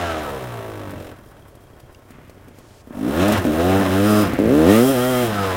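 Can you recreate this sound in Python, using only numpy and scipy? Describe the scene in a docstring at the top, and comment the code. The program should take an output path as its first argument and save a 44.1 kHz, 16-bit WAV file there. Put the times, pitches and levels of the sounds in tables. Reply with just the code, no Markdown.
"""On a forest trail, a two-stroke enduro bike slows to a stumbling idle, is revved in bursts and pulls away.
One crankshaft times the engine: each turn sends a pulse through filters for the exhaust boom and bark,
the airbox and duct honk, the metal clatter and ringing, and a gritty sizzle.
Shaped noise makes the tyres, rattles, gas rushes and low background; the trees return a thin echo."""
import sys
import numpy as np
from scipy import signal
from scipy.fft import rfft, irfft, next_fast_len
from scipy.io import wavfile
from scipy.ndimage import uniform_filter1d

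SR = 44100
rng = np.random.default_rng(int(sys.argv[2]) if len(sys.argv) > 2 else 0)


def generate_wav(signal):
    """Clip the signal to [-1, 1] and save it as 16-bit WAV at the path in sys.argv[1]."""
    frames = np.transpose(np.atleast_2d(signal))
    scaled = np.clip(frames, -1, 1) * 32767
    pcm = np.round(scaled).astype(np.int16)
    wavfile.write(sys.argv[1], SR, pcm)


N = 245195   # samples, about 5.6 s
TIME = np.arange(N) / SR   # s


def from_db(db):
    """Decibels to gain."""
    return 10 ** (np.asarray(db) / 20)


def rms_one(x):
    """Scale to an average power of one."""
    return x / np.sqrt(np.mean(x ** 2) + 1e-20)


def steady(x):
    """Hold the power near one, averaged over about a tenth of a second."""
    power = uniform_filter1d(uniform_filter1d(x ** 2, size=2600), size=2000)
    return x / np.sqrt(np.maximum(power, 1e-14))


def noise():
    """White noise: every pitch at once, equally strong."""
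    return rng.standard_normal(N)


def band(x, low_hz, high_hz):
    """Keep the pitches between two limits."""
    sections = signal.butter(2, [low_hz, min(high_hz, .45 * SR)], "band", fs=SR, output="sos")
    return signal.sosfilt(sections, x + 1e-18)


def coloured(x, spectrum):
    """Shape the tone to a drawn spectrum, with a filter that never sounds early (minimum phase)."""
    size = next_fast_len(N + SR // 4) * 2
    hz, db = np.transpose(spectrum)
    grid_hz = np.maximum(np.arange(size // 2 + 1) * SR / size, 1)
    gain = from_db(np.interp(np.log(grid_hz), np.log(hz), db))
    # folding the cepstrum forward in time gives the minimum phase
    cepstrum = irfft(np.log(gain))
    cepstrum[1:size // 2] *= 2
    cepstrum[size // 2 + 1:] = 0
    return irfft(rfft(x, size) * np.exp(rfft(cepstrum)))[:N]


def resonate(x, modes):
    """Ring several resonances side by side, each with its own pitch, width and level."""
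    out = 0
    for hz, width_hz, db in modes:
        r = np.exp(-np.pi * width_hz / SR)
        poles = [1, -2 * r * np.cos(2 * np.pi * hz / SR), r * r]
        ringing = signal.lfilter([1, 0, -1], poles, x + 1e-18)
        out = out + from_db(db) * (1 - r * r) / 2 * ringing
    return out


def impulses(times, sizes):
    """Clicks shared between the two nearest samples, so they can fall in between."""
    out, at = np.zeros(N + 2), np.clip(np.asarray(times) * SR, 0, N)
    np.add.at(out, at.astype(int), sizes * (1 - at % 1))
    np.add.at(out, at.astype(int) + 1, sizes * (at % 1))
    return out[:N]


def dying(clicks, decay_s):
    """Each click starts an exponential fade of its own height."""
    return signal.lfilter([1], [1, -np.exp(-1 / (decay_s * SR))], clicks + 1e-18)


def puffs(pulses, decay_s, between):
    """Rushing gas or grit: noise that flares with each pulse and lingers between them."""
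    return steady(noise() * (steady(dying(pulses, decay_s)) + between))


def gate(start_s, end_s, attack_s, release_s):
    """Rises from the start, holds at one, falls after the end."""
    return np.clip((TIME - start_s) / attack_s, 0, 1) * np.clip(1 - (TIME - end_s) / release_s, 0, 1)


def spells(rows, attack_s, release_s):
    """Gain that rises to each row's level from its start to its end."""
    return sum(from_db(db) * gate(start, end, attack_s, release_s) for start, end, db in rows)


# low background, tone curve: pitch_hz, level_db
BACKGROUND_TONE = [(13, -18), (22, 0), (107, -1.5), (195, -14), (347, -6.5), (431, -11.5), (615, -10),
                   (830, -15), (1430, -20), (4390, -32), (15000, -37)]


def background():
    """Steady noise with most of its strength in the lowest pitches."""
    return from_db(-50) * rms_one(coloured(noise(), BACKGROUND_TONE))


def forest(x):
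    """Tree trunks scatter a thin, dull tail of echoes."""
    t60_s, wet_db = .3, -19   # time to fade by 60 dB; level before the tone filter
    t = TIME[:SR // 2]
    sparse = rng.standard_normal(len(t)) * (rng.random(len(t)) < .03)
    echoes = sparse * from_db(-60 * t / t60_s) * (t > .012)
    tail = signal.fftconvolve(x, echoes / np.sqrt(np.sum(echoes ** 2)))[:N]
    return from_db(wet_db) * band(tail, 500, 5000)


def rustle(start_s, end_s, level_db):
    """A soft, high rustle swells just before the throttle opens, then stops."""
    swell = np.clip((TIME - start_s) / (end_s - start_s), 0, None) ** .5 * (TIME < end_s)
    return from_db(level_db) * swell * rms_one(band(noise(), 2100, 8200))


# wheels over roots and dry litter: start_s, end_s, thud_db, crunch_db
BUMPS = [(0.857, 0.98, -38, -53), (2.068, 2.298, -49.5, -55.5), (2.327, 2.613, -57, -62.5),
         (4.25, 4.503, -27.5, -36)]


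def tyres():
    """Low noise thuds and sparse noise grains crunch as the wheels roll over the forest floor."""
    spans = np.array([gate(start, end, attack_s=0.035, release_s=0.054) for start, end, *_ in BUMPS])
    thud, crunch = from_db(np.transpose(BUMPS)[2:]) @ spans
    grains = noise() * (rng.random(N) < 2500 / SR)   # about 2500 a second
    thud_noise = rms_one(band(noise(), low_hz=65, high_hz=255))
    return thud * thud_noise + crunch * rms_one(band(grains, low_hz=1090, high_hz=2420))


# loose parts on the chassis: start_s, level_db (before trim and filter)
RATTLES = [(0.2944, -40), (0.9068, -40), (3.282, -23.5), (3.3217, -22.5), (3.3335, -41), (3.3776, -28),
           (4.334, -32.5)]
# small clicks of the controls: start_s, level_db (before boost and ringing)
CLICKS = [(1.947, -40)]
# ringing of a click: pitch_hz, width_hz, level_db
CLICK_RINGING = [(2300, 200, 4), (2740, 190, 10), (4900, 380, 1), (5530, 370, -19)]


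def rattles():
    """Loose parts buzz in short noise bursts; a lever's click rings briefly."""
    s, db = np.transpose(RATTLES)
    buzz = band(noise(), 1900, 17000) * dying(impulses(s, from_db(db - 1.5)), decay_s=0.01)
    s, db = np.transpose(CLICKS)
    burst = noise() * dying(impulses(s, from_db(db + 8)), decay_s=.002)
    return buzz + resonate(burst, CLICK_RINGING)


def frame_rumble(speed):
    """The frame shakes harder with engine speed, heard as low noise."""
    return from_db(-42) * speed / speed.max() * rms_one(band(noise(), 24, 140))


# crankshaft speed: time_s, speed_turns_per_s
CRANK_SPEED = [(0.0, 89.2), (0.15, 79.2), (0.39, 64.7), (0.6, 56.0), (0.8, 51.0), (1.1, 43.2), (1.55, 31.6),
               (2.85, 30.1), (2.97, 48.2), (3.02, 53.0), (3.15, 79.0), (3.2, 91.2), (3.26, 103.8),
               (3.32, 107.0), (3.474, 74.6), (3.53, 77.0), (3.67, 92.2), (3.782, 98.5), (3.89, 91.8),
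               (3.97, 97.2), (4.068, 105.5), (4.21, 105.3), (4.3, 80.2), (4.4, 51.5), (4.47, 55.8),
               (4.53, 70.2), (4.58, 76.8), (4.645, 81.0), (4.696, 99.2), (4.74, 108.2), (4.8, 117.8),
               (4.85, 131.2), (4.905, 138.6), (4.96, 121.2), (5.09, 129.0), (5.14, 124.0), (5.2, 124.0),
               (5.32, 103.9), (5.45, 96.2), (5.56, 89.9)]
# twists of the throttle: start_s, end_s, twist_s, added_opening (0-1), added_unevenness (0-1, sign ignored
# after summing), exhaust_bark_db, duct_honk_db
BLIPS = [(2.93, 3.3, 0.16, 0.2, 0.09, 1.5, -3.5), (3.446, 3.77, 0.016, 0.22, 0.12, 0, 1.5),
         (3.783, 4.194, 0.32, 0.36, 0.04, -1, -0.5), (4.364, 4.89, 0.036, 0.39, 0.01, 1.5, -1)]
# clutch engaged: start_s, end_s
IN_GEAR = [(-.5, 1.117), (4.781, 6.0)]
# engine runs free and stumbles: start_s, end_s
STUMBLES = [(1.1, 2.94), (3.3, 3.45), (3.785, 3.875), (4.215, 4.365)]
KNEE_SPEED = 96.15   # turns per s; above it loudness follows a second slope


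def riding():
    """The rider's controls and what they do to the engine: speed, load, tone and how evenly it fires."""
    speed = np.interp(TIME, *np.transpose(CRANK_SPEED))
    held = gate(2.86, 5.24, attack_s=.19, release_s=.075)   # throttle held part open
    twists = np.array([gate(start, end, twist_s, release_s=0.046) for start, end, twist_s, *_ in BLIPS])
    more, rough, bark_db, duct_db = np.transpose(BLIPS)[3:] @ twists
    in_gear = sum(gate(start, end, attack_s=0.16, release_s=0.03) for start, end in IN_GEAR)
    free = sum(gate(start, end, attack_s=.02, release_s=.025) for start, end in STUMBLES)
    return dict(
        speed=speed,
        doublings=np.log2(speed / KNEE_SPEED),
        throttle=.46 * held + more,
        in_gear=in_gear,
        # always a little uneven, more with the throttle shut, most while running free
        uneven=.05 + np.abs(rough) + .13 * (1 - held) + .42 * free,
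        skip=.3 * free * held,   # weakening of every second firing (0-1)
        bark_db=bark_db,
        duct_db=duct_db - 1.5 * free)


def surge():
    """A slow random swing of spread one, between 3 and 14 Hz."""
    step = 100   # samples between slow values
    sections = signal.butter(2, [3, 14], "band", fs=SR / step, output="sos")
    slow = rms_one(signal.sosfilt(sections, rng.standard_normal(N // step + 2)))
    return np.interp(np.arange(N) / step, np.arange(len(slow)), slow)


def loudness(law, ride):
    """Gain of one engine part from speed, throttle and clutch; it surges more when firing is uneven."""
    knee_db, speed_db, above_db, throttle_db, gear_db = law
    speed_part = speed_db * ride["doublings"] + above_db * np.maximum(ride["doublings"], 0)
    load_part = throttle_db * ride["throttle"] + gear_db * ride["in_gear"]
    return from_db(knee_db + speed_part + load_part + 4.5 * ride["uneven"] * surge())


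def firings(ride, jitter_s, spread_db, lag_turns=0):
    """One pulse a turn; uneven running varies strength and timing, and every second one may weaken."""
    turns = np.cumsum(ride["speed"]) / SR
    number = np.arange(int(turns[-1]) + 1)
    times = np.interp(number + lag_turns, turns, TIME)
    uneven = np.interp(times, TIME, ride["uneven"])
    skip = np.interp(times, TIME, ride["skip"])
    late, strong = np.clip(rng.standard_normal((len(times), 2)), -2, 2).T
    sizes = from_db(spread_db * uneven * strong) * (1 - skip * (number % 2))
    return impulses(times + jitter_s * uneven * late, sizes)


# round trips in the exhaust's expansion chamber: trip_s
PIPE_TRIPS = [.0011, .0019, .0031]


def scattered(x):
    """Reflections along the pipe smear each pulse and leave its spectrum whole."""
    for trip_s in PIPE_TRIPS:
        loop = np.r_[1, np.zeros(int(trip_s * SR) - 1), -.55]
        x = signal.lfilter(loop[::-1], loop, x)
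    return x


# echoes off the ground and nearest trunks: delay_s, delay_change_s_per_s, level_db
NEAR_ECHOES = [(.0052, .00012, -7), (.0127, -.00025, -9), (.0209, .0003, -11)]


def bounced(x):
    """Near echoes shift as the rider moves, so overtones swell and fade in turn."""
    out = x
    for delay_s, change, db in NEAR_ECHOES:
        out = out + from_db(db) * np.interp(TIME - delay_s - change * TIME, TIME, x)
    return out


# whines and low drones: start_s, end_s, cycles_per_turn, level_db
WHINES = [(-.2, .25, 4, -30), (-.04, .26, 8, -27), (-.1, .14, 7, -33), (.16, .46, 7, -31),
          (.3, .42, 9, -38), (-.02, .22, 16, -31), (-.1, .2, 19, -37), (.33, .66, 2, -34.5),
          (.6, 1.2, 2, -39), (.18, .36, 13, -37), (.22, .32, 18, -35), (.26, .4, 15, -39),
          (.14, .26, 9, -33), (.36, 1.18, 7, -36.5), (.3, 1.18, 6, -38), (.7, 1.0, 4, -41),
          (.45, .8, 9, -41), (.5, .8, 12, -37), (.75, 1.13, 11, -41), (.88, 1.1, 13, -40),
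          (1.2, 2.0, 4, -51), (5.2, 5.5, 2, -21), (5.3, 5.65, 5, -28), (5.33, 5.49, 13, -25),
          (5.3, 5.42, 15, -33), (5.45, 5.7, 11, -28)]


def whines_and_drones(speed):
    """Whines and low drones hum at whole multiples of the crank speed, swelling and fading."""
    angle = 2 * np.pi * np.cumsum(speed) / SR
    hum = 0
    for start, end, multiple, db in WHINES:
        swell = np.sin(np.pi * np.clip((TIME - start) / (end - start), 0, 1))
        hum = hum + from_db(db) * swell * np.sin(round(multiple) * angle)
    waver = 1 + .35 * rms_one(band(noise(), 8, 90))
    return waver * hum


def knock(strokes):
    """As the engine runs down in gear, one sharp piston knock a turn stands out."""
    sharp = steady(band(strokes, low_hz=260, high_hz=1300))
    return from_db(-41.5) * gate(.42, .92, attack_s=.08, release_s=.12) * sharp


# how loud the case and cylinder ring: at_knee_db, per_speed_doubling_db, extra_per_doubling_above_knee_db,
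# full_throttle_db, in_gear_db
CASE_LOUDNESS = (-50, 32, -63, 1, 4)
CYLINDER_LOUDNESS = (-57.5, 11, 5, 5.5, 2.5)
# spells when the cylinder rings louder: start_s, end_s, extra_db
CYLINDER_SINGS = [(1.28, 1.87, 4), (4.74, 4.95, 5), (4.95, 5.22, 9)]


def metal(strokes, ride):
    """Each piston slap rings the case and the cylinder, ticking at idle and singing at speed."""
    slaps = steady(strokes) + .25 * puffs(strokes, decay_s=0.0059, between=0.22)
    swell = from_db(14 * gate(4.0, 4.21, attack_s=0.095, release_s=0.053))   # the case sings for a spell
    case = swell * steady(resonate(slaps, [(4740, 60, -7), (4850, 60, -8), (5060, 60, 0)]))
    sing_db = sum(db * gate(start, end, attack_s=.08, release_s=.08) for start, end, db in CYLINDER_SINGS)
    cylinder = from_db(sing_db) * steady(resonate(slaps, [(3226, 35, 0)]))
    return loudness(CASE_LOUDNESS, ride) * case + loudness(CYLINDER_LOUDNESS, ride) * cylinder


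# ringing of the cases: pitch_hz, width_hz, level_db
CASE_RINGING = [(1760, 200, -5.5), (2647, 42, 4.5), (4770, 240, -27)]
# tone curves of clatter and sizzle: pitch_hz, level_db
CLATTER_TONE = [(300, -65), (850, 10), (1300, 12), (1800, 7), (2300, 5), (3000, 3.5), (4000, -1),
                (4600, -13), (5300, -6), (7000, -9), (15000, -18)]
SIZZLE_TONE = [(2940, -39), (5000, -3), (6900, -9), (7640, -4), (8170, -8), (8870, -2), (11700, -5.5),
               (14100, -2.5), (15800, -4)]
# how loud they are: at_knee_db, per_speed_doubling_db, extra_per_doubling_above_knee_db,
# full_throttle_db, in_gear_db
CLATTER_LOUDNESS = (-38, 18.5, -34.5, 14.5, 8.5)
SIZZLE_LOUDNESS = (-46, 12.5, -3, 13, 5)
# spells when the block's levels shift: start_s, end_s, clatter_db, sizzle_db
FLARES = [(-.1, 0.166, 2.5, -11), (0.983, 1.093, 5, 1), (2.93, 2.99, 4, 1.5), (3.178, 3.35, 4, -2),
          (4.027, 4.203, 1.5, 2.5), (4.188, 4.243, 2.5, 1.5), (4.687, 4.77, 5.5, 4.5)]


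def block(pulses, ride):
    """Piston and gears clatter once a turn and ring the cases; above them lies a gritty sizzle."""
    flares = np.array([gate(start, end, attack_s=0.027, release_s=0.064) for start, end, *_ in FLARES])
    clatter_db, sizzle_db = np.transpose(FLARES)[2:] @ flares
    # the clean blows gain on the noise under load
    regular = .55 + .5 * ride["throttle"] + .35 * ride["in_gear"]
    blows = regular * steady(bounced(scattered(pulses))) + puffs(pulses, decay_s=.005, between=1.1)
    ringing_blows = blows + from_db(-6.5) * resonate(blows, CASE_RINGING)
    clatter = from_db(clatter_db) * steady(coloured(ringing_blows, CLATTER_TONE))
    grit = puffs(pulses, decay_s=.005, between=2.2)
    sizzle = from_db(sizzle_db) * steady(coloured(grit, SIZZLE_TONE))
    return loudness(CLATTER_LOUDNESS, ride) * clatter + loudness(SIZZLE_LOUDNESS, ride) * sizzle


# spells when the pipe's shell sings: start_s, end_s, level_db
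SHELL_SINGS = [(3.2, 3.3, -35), (3.55, 3.79, -38), (3.93, 4.04, -36), (4.04, 4.205, -29), (4.81, 4.92, -36),
               (4.95, 5.21, -32.5)]
# ringing of the shell: pitch_hz, width_hz, level_db
SHELL_RINGING = [(1150, 70, -7), (1260, 90, 0), (1375, 90, -4), (1680, 120, -15)]


def shell(strokes):
    """Under load the pipe's shell rings, lifting each overtone that glides through its resonances."""
    ringing = resonate(bounced(scattered(strokes)), SHELL_RINGING)
    gain = spells(SHELL_SINGS, attack_s=.04, release_s=.035)
    return gain * steady(band(ringing, low_hz=450, high_hz=2000))


def gliding(strokes, rows, width_hz):
    """Each turn rings a narrow resonance whose pitch and level glide over the row's span."""
    out, r = 0, np.exp(-np.pi * width_hz / SR)
    for start, end, first_db, last_db, first_hz, last_hz in rows:
        near = (TIME > start - .1) & (TIME < end + .1)
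        pitch_hz = np.interp(TIME[near], [start, end], [first_hz, last_hz])
        # shift the moving pitch down to zero, ring there, shift back up
        carrier = np.exp(2j * np.pi * np.cumsum(pitch_hz) / SR)
        slow = signal.lfilter([1], [1, -2 * r, r * r], strokes[near] / carrier + 1e-18)
        ringing = np.zeros(N)
        ringing[near] = steady((slow * carrier).real)
        level = from_db(np.interp(TIME, [start, end], [first_db, last_db]))
        out = out + level * gate(start, end, attack_s=0.024, release_s=0.026) * ringing
    return out


# narrow airbox growls as the throttle opens, holds or closes, then pipe resonances that glide with the
# gas heat: start_s, end_s, first_db, last_db, first_hz, last_hz
GROWLS = [(2.94, 3.0, -34, -28, 238, 252), (3.0, 3.1, -24.5, -19.5, 255, 305),
          (3.22, 3.325, -24, -20, 210, 210), (3.45, 3.5, -21, -20, 255, 285),
          (3.78, 3.88, -25, -25, 235, 235), (4.19, 4.25, -24, -25, 285, 270)]
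PIPE_SINGS = [(3.1, 3.21, -35, -27, 530, 640), (3.21, 3.3, -23, -23, 640, 620),
              (3.52, 3.79, -26, -30, 600, 810), (4.03, 4.195, -28, -24, 630, 630),
              (4.05, 4.21, -35, -32, 1160, 1160), (4.67, 4.8, -30, -36, 1750, 2000),
              (4.73, 4.8, -25, -27, 1180, 1300), (4.8, 5.22, -36, -34, 750, 730),
              (4.97, 5.2, -39, -38, 1720, 2080)]


def singing(strokes):
    """The airbox growls and the pipe sings, both picking out the engine's overtones."""
    return gliding(strokes, GROWLS, width_hz=95) + gliding(scattered(strokes), PIPE_SINGS, width_hz=150)


# spells of uneven idle putter, then of gas rushing through the pipe: start_s, end_s, level_db
PUTTER = [(1.1, 2.9, -54)]
RUSHES = [(2.925, 2.99, -39), (3.275, 3.335, -21.5), (3.785, 3.88, -28.5), (4.21, 4.24, -34)]
# ringing of the putter: pitch_hz, width_hz, level_db
PUTTER_RINGING = [(107, 49, 1), (255, 79, 3.5), (363, 90, -1)]
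# tone curve of the rush: pitch_hz, level_db
RUSH_TONE = [(50, -15), (100, -15.5), (200, -12), (320, -9), (450, -18), (620, 0), (800, -10.5),
             (1300, -17), (2500, -41.5), (8000, -40)]


def misfires(ride):
    """Weak, uneven firings putter at idle; misfires blow a rush of gas through the pipe."""
    weak = firings(ride, jitter_s=.003, spread_db=9)
    putter = band(resonate(weak, PUTTER_RINGING), low_hz=70, high_hz=450)
    start, end, _ = PUTTER[0]
    putter = putter / np.std(putter[(TIME > start) & (TIME < end)])
    rush = steady(coloured(noise(), RUSH_TONE))
    return (spells(PUTTER, attack_s=.05, release_s=0.066) * putter
            + spells(RUSHES, attack_s=0.0066, release_s=0.03) * rush)


# lone firings: start_s, thump_db and spit_db (before boost and filters), ring_hz, overtone_db
POPS = [(1.273, -40, -64, 265, -5), (1.553, -33, -57, 265, 0), (1.801, -39, -54, 265, -5),
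        (2.106, -24, -53, 220, -11), (2.296, -29.5, -54, 200, 1), (2.483, -24, -55, 250, -11),
        (2.586, -25.5, -52.5, 253, -4), (2.873, -19.5, -82, 245, -20), (2.907, -12, -73, 246, -27),
        (3.451, 4, -41.5, 258, -11), (4.334, -0.5, -50, 255, -14), (4.389, 4, -42, 284, -10)]


def pops():
    """A lone firing thumps in the airbox and spits briefly."""
    thumps = 0
    for s, thump_db, _, ring_hz, overtone_db in POPS:
        blast = band(impulses([s], from_db([thump_db])), 40, 630)
        thumps = thumps + from_db(32) * resonate(blast, [(ring_hz, 55, 0), (470, 160, overtone_db)])
    s, _, spit_db, *_ = np.transpose(POPS)
    spit = band(noise(), 1500, 15000) * dying(impulses(s, from_db(spit_db + 8)), decay_s=.007)
    return thumps + spit


# inlet resonances that delay overtones: pitch_hz, width_hz
INLET_LAGS = [(340, 150), (470, 110)]


def dispersed(x):
    """The inlet tract delays overtones near its resonances, so the gulps fuse."""
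    for hz, width_hz in INLET_LAGS:
        r = np.exp(-np.pi * width_hz / SR)
        poles = [1, -2 * r * np.cos(2 * np.pi * hz / SR), r * r]
        x = signal.lfilter(poles[::-1], poles, x)   # all-pass: shifts time, keeps level
    return x


# tone curve of the roar: pitch_hz, level_db
ROAR_TONE = [(55, -46), (90, -29), (140, -13), (220, 1), (300, 5.5), (370, -0.5), (450, 0), (540, -3),
             (620, -8.5), (760, -26), (1500, -46.5)]
# how loud it is: at_knee_db, per_speed_doubling_db, extra_per_doubling_above_knee_db,
# full_throttle_db, in_gear_db
ROAR_LOUDNESS = (-7, 5.5, -7.5, 2.5, -13)


def roar(gulps, ride):
    """Wide open, the intake roars; at low revs a second gulp each turn lifts the even harmonics."""
    second = steady(firings(ride, jitter_s=.001, spread_db=10, lag_turns=.515))
    fade_from, fade_to = 78, 93   # turns per s
    lugging = np.clip((fade_to - ride["speed"]) / (fade_to - fade_from), 0, 1)
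    both_gulps = gulps + .72 * lugging * second
    return loudness(ROAR_LOUDNESS, ride) * steady(coloured(both_gulps, ROAR_TONE))


# tone curves of airbox and duct: pitch_hz, level_db
AIRBOX_TONE = [(50, -35), (110, -13), (155, 3.5), (210, 10.5), (280, 9), (330, 12.5), (420, -4.5),
               (600, -64), (1500, -55)]
DUCT_TONE = [(100, -29.5), (280, -9.5), (390, 7.5), (450, 15.5), (540, 10), (630, 19), (720, -31.5),
             (850, -32.5), (2000, -49.5)]
# how loud they are: at_knee_db, per_speed_doubling_db, extra_per_doubling_above_knee_db,
# full_throttle_db, in_gear_db
AIRBOX_LOUDNESS = (-36.5, 16, -27, 28, 6.5)
DUCT_LOUDNESS = (-41.5, 10.5, -24, 27.5, 11.5)


def intake(pulses, ride):
    """Each gulp of air rings the airbox and honks in the duct; wide open, both give way to a roar."""
    turbulence = .06 + .9 * ride["uneven"] + 2.5 * ride["uneven"] ** 2
    gulps = steady(pulses) + turbulence * puffs(pulses, decay_s=0.078, between=0.94)
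    airbox = loudness(AIRBOX_LOUDNESS, ride) * steady(coloured(gulps, AIRBOX_TONE))
    honk = steady(bounced(coloured(scattered(gulps), DUCT_TONE)))
    duct = loudness(DUCT_LOUDNESS, ride) * from_db(ride["duct_db"]) * honk
    wide_from, wide_full = .78, .92   # throttle openings between which the roar takes over
    wide = np.clip((ride["throttle"] - wide_from) / (wide_full - wide_from), 0, 1)
    return (1 - wide) * dispersed(duct - airbox) + wide * roar(gulps, ride)


# silencer resonances: pitch_hz, width_hz, level_db
SILENCER_RINGING = [(597, 50, 3.5), (1220, 890, 5.5)]
# tone curve of the bark: pitch_hz, level_db
BARK_TONE = [(60, -30), (200, -20), (450, -12), (580, -1), (680, 0), (780, -2), (900, -5), (1100, -5),
             (1400, -8), (1750, -9), (2200, -15), (4000, -24), (8000, -40)]
# how loud boom and bark are: at_knee_db, per_speed_doubling_db, extra_per_doubling_above_knee_db,
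# full_throttle_db, in_gear_db
BOOM_LOUDNESS = (-30, 16, -33, 10.5, 2.5)
BARK_LOUDNESS = (-31, 16.5, -38, 11, 7)


def exhaust(pulses, ride):
    """Bursts of exhaust pressure and their gas noise boom in the pipe and bark out of the silencer."""
    turbulence = .12 + 1.2 * ride["uneven"] + 2.5 * ride["uneven"] ** 2
    gas = turbulence * puffs(pulses, decay_s=0.1, between=1.0)
    # the boom weakens while the pipe's resonance falls between two harmonics
    gap_speed, gap_width, gap_db = 71, 0.27, -4   # turns per s, doublings, dB
    distance = np.log2(ride["speed"] / gap_speed) / gap_width
    off_resonance = from_db(gap_db * np.exp(-distance ** 2))
    boom = off_resonance * steady(band(band(steady(pulses) + .5 * gas, 83.5, 138.0), 36, 118))
    flow = steady(scattered(pulses)) + gas
    silenced = flow + from_db(-2.5) * resonate(flow, SILENCER_RINGING)
    bark = from_db(ride["bark_db"]) * steady(bounced(coloured(silenced, BARK_TONE)))
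    return loudness(BOOM_LOUDNESS, ride) * boom + loudness(BARK_LOUDNESS, ride) * bark


def scene():
    """The bike among the trees, over a low background; both ears hear the same."""
    ride = riding()
    speed = ride["speed"]
    pulses = firings(ride, jitter_s=.0005, spread_db=6.0)
    strokes = firings(ride, jitter_s=.0001, spread_db=3.0)   # more regular, for the clean ringing
    engine = whines_and_drones(speed) + knock(strokes) + metal(strokes, ride) + block(pulses, ride)
    engine = engine + shell(strokes) + singing(strokes) + misfires(ride) + pops()
    engine = engine + intake(pulses, ride) + exhaust(pulses, ride)
    surroundings = background() + forest(engine) + rustle(start_s=2.51, end_s=2.82, level_db=-57.5)
    mono = surroundings + tyres() + rattles() + frame_rumble(speed) + engine
    return np.array([mono, mono])


def record(dry):
    """The loudest peaks are clipped flat; then a steep filter cuts the top of the treble."""
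    clipped = np.clip(dry, -.72, .72)
    low_pass = signal.ellip(12, .1, 80, 15850, fs=SR, output="sos")   # cut at 15850 Hz
    return signal.sosfilt(low_pass, clipped)


dry = scene()
out = record(dry)
generate_wav(out)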